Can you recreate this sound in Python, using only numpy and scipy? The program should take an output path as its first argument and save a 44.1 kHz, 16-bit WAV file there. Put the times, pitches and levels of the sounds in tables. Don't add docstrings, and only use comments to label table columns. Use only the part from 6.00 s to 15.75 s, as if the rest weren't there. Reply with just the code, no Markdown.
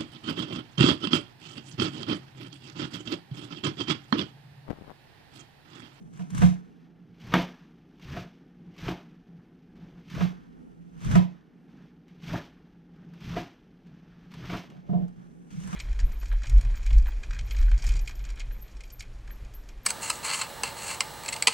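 import sys
import numpy as np
from scipy import signal
from scipy.fft import rfft, irfft, next_fast_len
from scipy.io import wavfile

SR = 44100
rng = np.random.default_rng(int(sys.argv[2]) if len(sys.argv) > 2 else 0)


def to_linear_factor(level_db):
    exponent = np.asarray(level_db, float) / 20
    return 10 ** exponent


def generate_wav(signal):
    frames = np.transpose(np.atleast_2d(signal))
    scaled = np.clip(frames, -1, 1) * 32767
    pcm = np.round(scaled).astype(np.int16)
    wavfile.write(sys.argv[1], SR, pcm)


N = 429975

# start_s, peak_db, boom_db, brightness_db, contact_s
KNOCKS = [(0.192, -43.5, -30.5, -2, 0.013), (0.416, -23, -9.5, -3, 0.015), (1.338, -9.5, -18, 4, 0.0024),
          (2.164, -35.5, -33, 2, 0.013), (2.88, -20.5, -32.5, -7, 0.0065), (4.206, -30, -19.5, 1.5, 0.0089),
          (4.224, -39, -35, -2.5, 0.003), (5.152, -19, -12.5, -1.5, 0.0083),
          (6.333, -23.5, -45, -13, 0.011), (7.363, -26, -38, -5, 0.017), (8.494, -36, -36.5, 1.5, 0.015),
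          (8.527, -30, -35.5, -2.5, 0.015), (9.727, -43, -30, 7, 0.007)]
# bite_s, through_s, tearing_db, push_db, counter_murmur_db
CUTS = [(0.129, 0.2, -64, -62, -45.5), (.3, .35, -60, -32, -36.5), (.348, 0.438, -48.5, -24, -35),
        (1.2, 1.354, -53, -39.5, -53.5), (1.338, 1.37, -41.5, -33, -39.5), (2.014, 2.178, -51, -36.5, -47),
        (2.779, 2.887, -47.5, -34, -41), (4.1, 4.217, -46, -29.5, -34.5), (5.013, 5.148, -47.5, -27, -36),
        (6.231, 6.351, -47, -35.5, -37.5), (7.205, 7.385, -49, -35, -40), (8.308, 8.45, -55, -41, -42),
        (8.47, 8.55, -47.5, -35.5, -37.5), (9.506, 9.76, -57, -50, -42)]
# start_s, end_s, tearing_db, push_db, counter_murmur_db
SHIFTS = [(0.753, 0.825, -77.5, -76, -70), (2.58, 2.735, -80.5, -62, -52), (3.288, 3.4, -82.5, -68, -51.5),
          (3.755, 3.865, -70, -64.5, -45.5), (4.93, 5, -76, -68, -55.5), (5.677, 5.858, -73, -76.5, -51),
          (6.072, 6.124, -73.5, -72, -68), (6.941, 7.17, -74, -80, -49), (7.848, 8.272, -72.5, -82, -52.5),
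          (8.679, 8.78, -74, -72, -49), (8.865, 9.032, -71.5, -49.5, -47), (3.91, 3.99, -72, -72, -51),
          (0, 0.08, -98, -70, -51.5), (1.01, 1.15, -88, -59, -58), (9.16, 9.228, -74.5, -69, -50.5)]


def rms_one(x):
    return x / np.sqrt(np.mean(x ** 2) + 1e-20)


def at_hz(points, hz):
    knots_hz, values = np.array(points)[:, 0], np.array(points)[:, 1]
    return np.interp(np.log(np.maximum(hz, 1)), np.log(knots_hz), values)


def coloured(x, points):
    size = next_fast_len(N + 4096)
    response = to_linear_factor(at_hz(points, np.fft.rfftfreq(size, 1 / SR)))
    return irfft(rfft(x, size) * response, size)[..., :N]


def passed(x, hz, kind, order=4):
    return signal.sosfilt(signal.butter(order, hz, kind, fs=SR, output="sos"), x)


def drift(rate):
    r = np.exp(-80 * np.pi * rate / SR)
    slow = signal.lfilter([1], [1, -2 * r, r * r], rng.standard_normal(N // 40 + 2002))[2000:]
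    return np.interp(np.arange(N) / 40, np.arange(len(slow)), rms_one(slow))


def ring(force, hz, t60):
    r, w = to_linear_factor(-60 / (t60 * SR)), 2 * np.pi * hz / SR
    return signal.lfilter([0, np.sin(w)], [1, -2 * r * np.cos(w), r * r], force + 1e-18)


def grains(per_s, spread_db):
    sizes = to_linear_factor(spread_db * np.minimum(rng.exponential(1, (2, N)), 5)) * rng.choice([-1, 1], (2, N))
    return sizes * (rng.random(N) < per_s / SR) + 0.28 * rng.standard_normal((2, N))


def effort(level, rest_db, climb_db, release_db_per_s, more_db=0.0, settle_db=25.0, lag_s=0.0, hold_s=0.0,
           approach=1.0, moves=CUTS + SHIFTS):
    bite_db, approach_db_per_s, settle_db_per_s = 8.5, 162.5, 63
    shift_climb = 0.33
    t, rows = np.arange(0, N / SR, .002), np.array(moves)
    bite = rows[:, :1] + lag_s
    through = rows[:, 1:2] + hold_s
    top = rows[:, level:level + 1] + more_db
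    climb_db = climb_db * np.array([[shift_climb if move in SHIFTS else 1] for move in moves])
    before = top - climb_db - bite_db - approach * approach_db_per_s * (bite - t)
    during = top - climb_db * (through - t) / (through - bite)
    since = t - through
    after = top - np.minimum(release_db_per_s * since, settle_db + settle_db_per_s * since)
    shape = np.where(t < bite, before, np.where(t < through, during, after))
    total = 10 * np.log10(to_linear_factor(rest_db) ** 2 + np.sum(to_linear_factor(shape) ** 2, axis=0))
    return np.interp(np.arange(N) / SR, t, total)


def counter_modes(force):
    # mode_hz, width_hz, level_db
    slab = [(122, 25, -47.5), (163.5, 3, 3.5), (172.8, 14, 21), (202, 13, -7)]
    modes = 0
    for hz, width_hz, level_db in slab:
        t60_s = np.log(1000) / np.pi / width_hz
        modes = modes + to_linear_factor(level_db) * width_hz ** .5 * ring(force, hz, t60_s)
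    mid, side = passed(modes, [112, 260], "band", order=3)
    side = .5 * side - .86 * mid
    return np.array([mid, to_linear_factor(-0.5) * side])


def hum():
    # freq_hz, level_db
    air_colour = [(140, -34), (230, 8), (483, -9.5), (566, -27.5), (737, -16), (1070, -32.5), (1340, -24),
                  (3190, -36), (3610, -49), (5710, -41.5), (6930, -50), (11200, -52.5), (12600, -52.5),
                  (15600, -68)]
    breathing_db = 1.5 * drift(3)
    air = to_linear_factor(-60.5 + 1.7 + breathing_db) * rms_one(coloured(rng.standard_normal((2, N)), air_colour))
    murmur = to_linear_factor(-60) * rms_one(counter_modes(rng.standard_normal((2, N))))
    rumble = to_linear_factor(-68.5) * rms_one(passed(rng.standard_normal((2, N)), [25, 62], "band", order=2))
    rumble = rumble * to_linear_factor(2.5 * drift(1.5))
    hiss = to_linear_factor(-99) * rms_one(passed(rng.standard_normal((2, N)), [11600, 14600], "band"))
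    mains = np.sin(2 * np.pi * 59 * np.arange(N) / SR) * to_linear_factor(3 * drift(2.5))
    return air + murmur + rumble + to_linear_factor(-73.5) * mains + hiss


def pressing():
    # freq_hz, density_db_per_hz
    thud_colour = [(200, -21.5), (260, 8.5), (360, 8), (520, 1), (690, -1), (860, 0.5), (1100, -49.5)]
    # start_s, end_s, level_db
    rub = [
        (8.89, 9.03, -44),
        (8.55, 8.62, -50),
        (8.7, 8.77, -57),
    ]
    tearing, push, counter = 2, 3, 4
    push_db = effort(push, rest_db=-83.5, climb_db=7, approach=2.1, release_db_per_s=260, settle_db=43.0,
                     lag_s=.04)
    boom_db = effort(counter, rest_db=-61, climb_db=5.5, release_db_per_s=256, settle_db=16.5)
    cut_db = effort(tearing, rest_db=-66.5, climb_db=17.5, release_db_per_s=144.5, more_db=6.0)
    shift_db = effort(counter, rest_db=-68.5, climb_db=6.5, release_db_per_s=112.5, more_db=-11.5, moves=SHIFTS)
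    rub_db = effort(tearing, rest_db=-91, climb_db=-1.5, release_db_per_s=198, moves=rub)
    thud_db = np.maximum(np.maximum(cut_db, shift_db), rub_db)

    shudder = passed(passed(rng.standard_normal((2, N)), 190, "low"), 42, "high", order=1)
    shudder = rms_one(shudder) + .5 * rms_one(passed(shudder, [105, 150], "band", order=2))
    murmur = counter_modes(grains(per_s=76, spread_db=4.5))
    rubbing = grains(per_s=1200, spread_db=4.5)
    thud = rms_one(coloured(rubbing, thud_colour))
    thud = thud + np.clip((thud_db + 56) / 24, 0, .45) * rms_one(ring(rubbing, 689, .1))
    return (to_linear_factor(np.minimum(push_db, -22)) * rms_one(shudder)
            + to_linear_factor(np.minimum(boom_db, -37) + 0.24) * rms_one(murmur)
            + to_linear_factor(np.minimum(thud_db, -40) - 3.0) * rms_one(thud))


def leaves():
    # freq_hz, density_db_per_hz
    creak_colour = [(700, -12.5), (900, 0), (1250, 0.5), (1800, 1), (2200, -13), (2800, -42)]
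    # freq_hz, density_db_per_hz
    crackle_colour = [(1500, -22.5), (2100, 1.5), (3300, 0), (3900, -4.5), (6200, -8), (6900, -17.5),
                      (8500, -23.5), (11000, -32), (11700, -24), (13000, -18), (15000, -24), (15700, -28.5)]
    tearing = 2
    creak_db = effort(tearing, rest_db=-77, climb_db=18, release_db_per_s=167, more_db=4.0, settle_db=15.0)
    crackle_db = effort(tearing, rest_db=-78.5, climb_db=8, release_db_per_s=165, settle_db=14.5, hold_s=0.019)
    creak = coloured(grains(per_s=920, spread_db=0.5), creak_colour)
    crackle = rms_one(coloured(grains(per_s=5000, spread_db=1.5), crackle_colour))
    creak_db = np.minimum(creak_db, -41) + 1.4 * drift(26)
    crackle_db = np.minimum(crackle_db, -39) + 1.4 * drift(40)
    treble = passed(crackle, 4500, "high", order=2)
    crackle = passed(crackle, 3300, "low", order=2) - to_linear_factor(0.14 * (crackle_db + 38.5)) * treble
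    return to_linear_factor(creak_db + 0.18) * rms_one(creak) + to_linear_factor(crackle_db + 0.33) * crackle


def snaps():
    # start_s, peak_db
    ribs = [(0.174, -33), (0.3034, -27.5), (0.3476, -20), (0.3785, -16), (1.271, -26.5), (1.9964, -35),
            (2.0439, -42), (2.0827, -31), (2.134, -39), (2.7651, -34), (2.7912, -36), (2.8085, -28),
            (2.862, -31.5), (4.0794, -36.5), (4.1, -25), (4.1488, -19), (5.005, -31), (5.0469, -20),
            (5.1134, -16.5), (6.2227, -32), (6.2627, -31), (7.2025, -35), (7.281, -44.5), (8.3166, -28),
            (8.3387, -21.5), (9.507, -41), (9.5326, -41), (9.6011, -32.5), (9.6365, -30), (9.674, -25)]
    # start_s, peak_db
    ticks = [(0.1362, -37.5), (1.243, -44), (1.8807, -52), (3.757, -45), (3.818, -49), (4.978, -39),
             (5.7194, -58), (5.8394, -48.5), (6.081, -37), (7.1362, -33), (7.8694, -39.5), (8.229, -49),
             (8.7004, -29.5), (9.081, -36.5), (9.2194, -58.5)]
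    # freq_hz, density_db_per_hz
    snap_colour = [(700, -30), (1000, 0), (3000, -9.5), (6200, -17.5), (7200, -23), (11000, -34.5),
                   (11700, -25), (15600, -37)]
    events, size = ribs + ticks, 3000
    out, fray = np.zeros((2, N + size)), np.exp(-np.arange(size) / SR / .008)
    for (s, peak_db), draw in zip(events, rng.standard_normal((len(events), 2, size))):
        i = round(s * SR)
        out[:, i:i + size] += to_linear_factor(peak_db - 10.0) * draw * fray
    return coloured(out[:, :N], snap_colour)


def kitchen(x):
    # freq_hz, t60_s
    decay = [(100, 0.41), (700, 0.26), (4000, 0.28), (14000, 0.033)]
    t, tail = np.arange(SR // 2) / SR, 0
    white = rng.standard_normal((2, SR // 2))
    for low, high in [(150, 400), (400, 1500), (1500, 6000), (6000, 11000), (11000, 16000)]:
        t60_s = at_hz(decay, np.sqrt(low * high))
        tail = tail + passed(white, [low, high], "band", order=2) * to_linear_factor(-60 * t / t60_s)
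    tail = tail * np.clip(t / 0.0044 - .3, 0, 1) / np.sqrt(np.sum(tail ** 2) / 2)
    return signal.fftconvolve(x, tail, axes=1)[:, :N]


def knocks():
    # start_s, peak_db, boom_db, brightness_db, contact_s
    graze = [
        (1.318, -30.5, -44.5, -1.5, 0.016),
        (1.347, -16.5, -40.5, -2.4, 0.013),
    ]
    # start_s, peak_db, boom_db, brightness_db, contact_s
    bumps = [(8.891, -38.5, -23.5, -40, 0.0087), (8.927, -34, -17, -19, 0.024),
             (9.004, -68, -25.5, -38, 0.013), (9.055, -65, -39, -40, .006), (8.735, -56, -37, -40, 0.023),
             (8.801, -69, -59, -38, .006), (9.52, -68, -34, -40, 0.023), (9.555, -73, -28.5, -38, .03),
             (9.597, -69, -51, -40, .006), (9.627, -69, -32.5, -40, 0.0089), (9.665, -66, -41, -40, 0.014)]
    # mode_hz, level_db, t60_s
    board_modes = [(297, -13, 0.037), (360, -6, 0.051), (574, -0.5, 0.025), (696.5, 6, 0.043),
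                   (1000, -8, .03), (1285, -7.5, 0.043), (1664, -11.5, 0.029), (2550, -20, .03),
                   (3860, -21, 0.021)]
    # freq_hz, density_db_per_hz
    crack_colour = [(150, -27.5), (300, -1), (700, 6), (1300, 9), (3500, -4.5), (6200, -18.5), (7000, -23),
                    (11000, -34.5), (11700, -26.5), (13000, -27.5), (15600, -31)]
    force, boom = np.zeros((2, N)), np.zeros((2, N))
    blows = KNOCKS + graze + bumps
    chance, t = rng.standard_normal((len(blows), 2, 4000)), np.arange(20000) / SR
    tone = np.sin(2 * np.pi * 179 * t) + 0.083 * np.sin(2 * np.pi * 218 * t)
    tone = tone + 0.26 * np.sin(2 * np.pi * 150 * t) - 0.11 * np.sin(2 * np.pi * 165 * t)
    for blow, draw in sorted(zip(blows, chance), key=lambda pair: pair[0][0]):
        s, peak_db, boom_db, bright_db, contact = blow
        i, contact = round(s * SR), np.clip(contact, .001, .03)
        burst = draw * np.exp(-t[:4000] / contact) * (1 - np.exp(-t[:4000] / 0.0027))
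        deep = rms_one(passed(burst, [250, 500], "band", order=2))
        middle = rms_one(passed(burst, [500, 900], "band", order=2))
        bright = rms_one(passed(burst, 730, "high"))
        burst = 0.13 * deep + 0.12 * middle + to_linear_factor(bright_db) * bright
        burst = burst * np.sqrt(contact * SR / 8000)
        end = min(N - i, 4000)
        force[:, i:i + end] += to_linear_factor(peak_db + 2.5) * burst[:, :end]
        end = min(N - i, len(t))
        if blow in bumps:
            boom[:, i:i + end] *= np.exp(-t[:end] / 0.006)
        swell = to_linear_factor(-60 * t / 0.29) * (1 - np.exp(-t / contact / 1.3))
        boom[:, i:i + end] += to_linear_factor(boom_db + 4.0) * (swell * tone)[:end] * [[1], [-1.1]]
    board = sum(to_linear_factor(level_db - 28.0) * ring(force, hz, t60) for hz, level_db, t60 in board_modes)
    return board + coloured(force, crack_colour), boom


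def rattle():
    landings = [(s, s + 0.02, peak_db) for s, peak_db, *_ in KNOCKS]
    buzz_db = effort(level=2, rest_db=-99, climb_db=17, release_db_per_s=188, more_db=-21.5, settle_db=29.0,
                     moves=landings)
    buzz = passed(grains(per_s=2500, spread_db=2.0), [520, 930], "band", order=2)
    return to_linear_factor(buzz_db) * rms_one(buzz)


def scene():
    # freq_hz, level_db
    side_colour = [(30, 8.5), (110, 4.5), (200, 6.5), (400, 3), (1300, 9), (2400, -1.5), (4400, -13.5),
                   (6000, -0.5), (16000, 1)]
    knock, boom = knocks()
    sharp = knock + snaps()
    mid, side = leaves() + pressing() + rattle() + sharp + to_linear_factor(-5.5) * kitchen(sharp) + boom + hum()
    side = coloured(side, side_colour)
    return np.array([mid + side, mid - side])


def width(spells, narrow_db, open_s, close_db_per_s):
    t = np.arange(0, N / SR, .005)
    out = narrow_db + 0 * t
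    for opens, closes, top_db in spells:
        rise = top_db + (narrow_db - top_db) * np.exp(-np.maximum(t - opens, 0) / open_s)
        out = np.maximum(out, rise - close_db_per_s * np.maximum(t - closes, 0))
    return np.interp(np.arange(N) / SR, t, out)


def roll_off(x):
    return signal.sosfilt(signal.butter(12, 15750, fs=SR, output="sos"), x)


def record(dry):
    # opens_s, lows_close_s, highs_close_s, highs_db
    wide_spells = [
        (-1.5, .6, 0.53, 9.5),
        (4, 5.23, 5.16, 11),
        (8.5, 11.0, 11.0, 17.5),
    ]
    # freq_hz, level_db
    sheen = [(4600, -45.5), (5800, -9.5), (8000, 6), (10900, 2.5), (11900, -18.5)]
    # freq_hz, level_db
    top_only = [(10800, -60), (11400, 0)]
    mid, side = (dry[0] + dry[1]) / 2, (dry[0] - dry[1]) / 2
    low_spells = [(opens, closes, -3.5) for opens, closes, _, _ in wide_spells]
    high_spells = [(opens, closes, top_db) for opens, _, closes, top_db in wide_spells]
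    lows_db = width(low_spells, narrow_db=-66, open_s=0.093, close_db_per_s=37.5)
    highs_db = width(high_spells, narrow_db=-27, open_s=0.66, close_db_per_s=97)
    wide = np.clip(1.6 * to_linear_factor(lows_db), 0, 1)
    mid = mid + to_linear_factor(highs_db) * coloured(mid, sheen)
    mid = mid - wide * (0.3 * passed(mid, [250, 480], "band", order=2) + 2.6 * passed(mid, 82, "low", order=1))
    moved = passed(mid, [500, 2400], "band", order=1)
    mid = mid - 0.17 * wide * moved
    lows = passed(side, 4800, "low") - .4 * moved
    highs = passed(side + coloured(side, sheen), [4800, 11200], "band") + .15 * coloured(mid, sheen)
    top = coloured(side + .4 * mid, top_only)
    side = to_linear_factor(lows_db) * lows + to_linear_factor(highs_db) * highs + top
    top_cut = signal.cheby2(12, 60, 15900, fs=SR, output="sos")
    mix = signal.sosfilt(top_cut, np.array([mid + side, mid - side]))
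    return roll_off(mix)


dry = scene()
out = record(dry)
generate_wav(out)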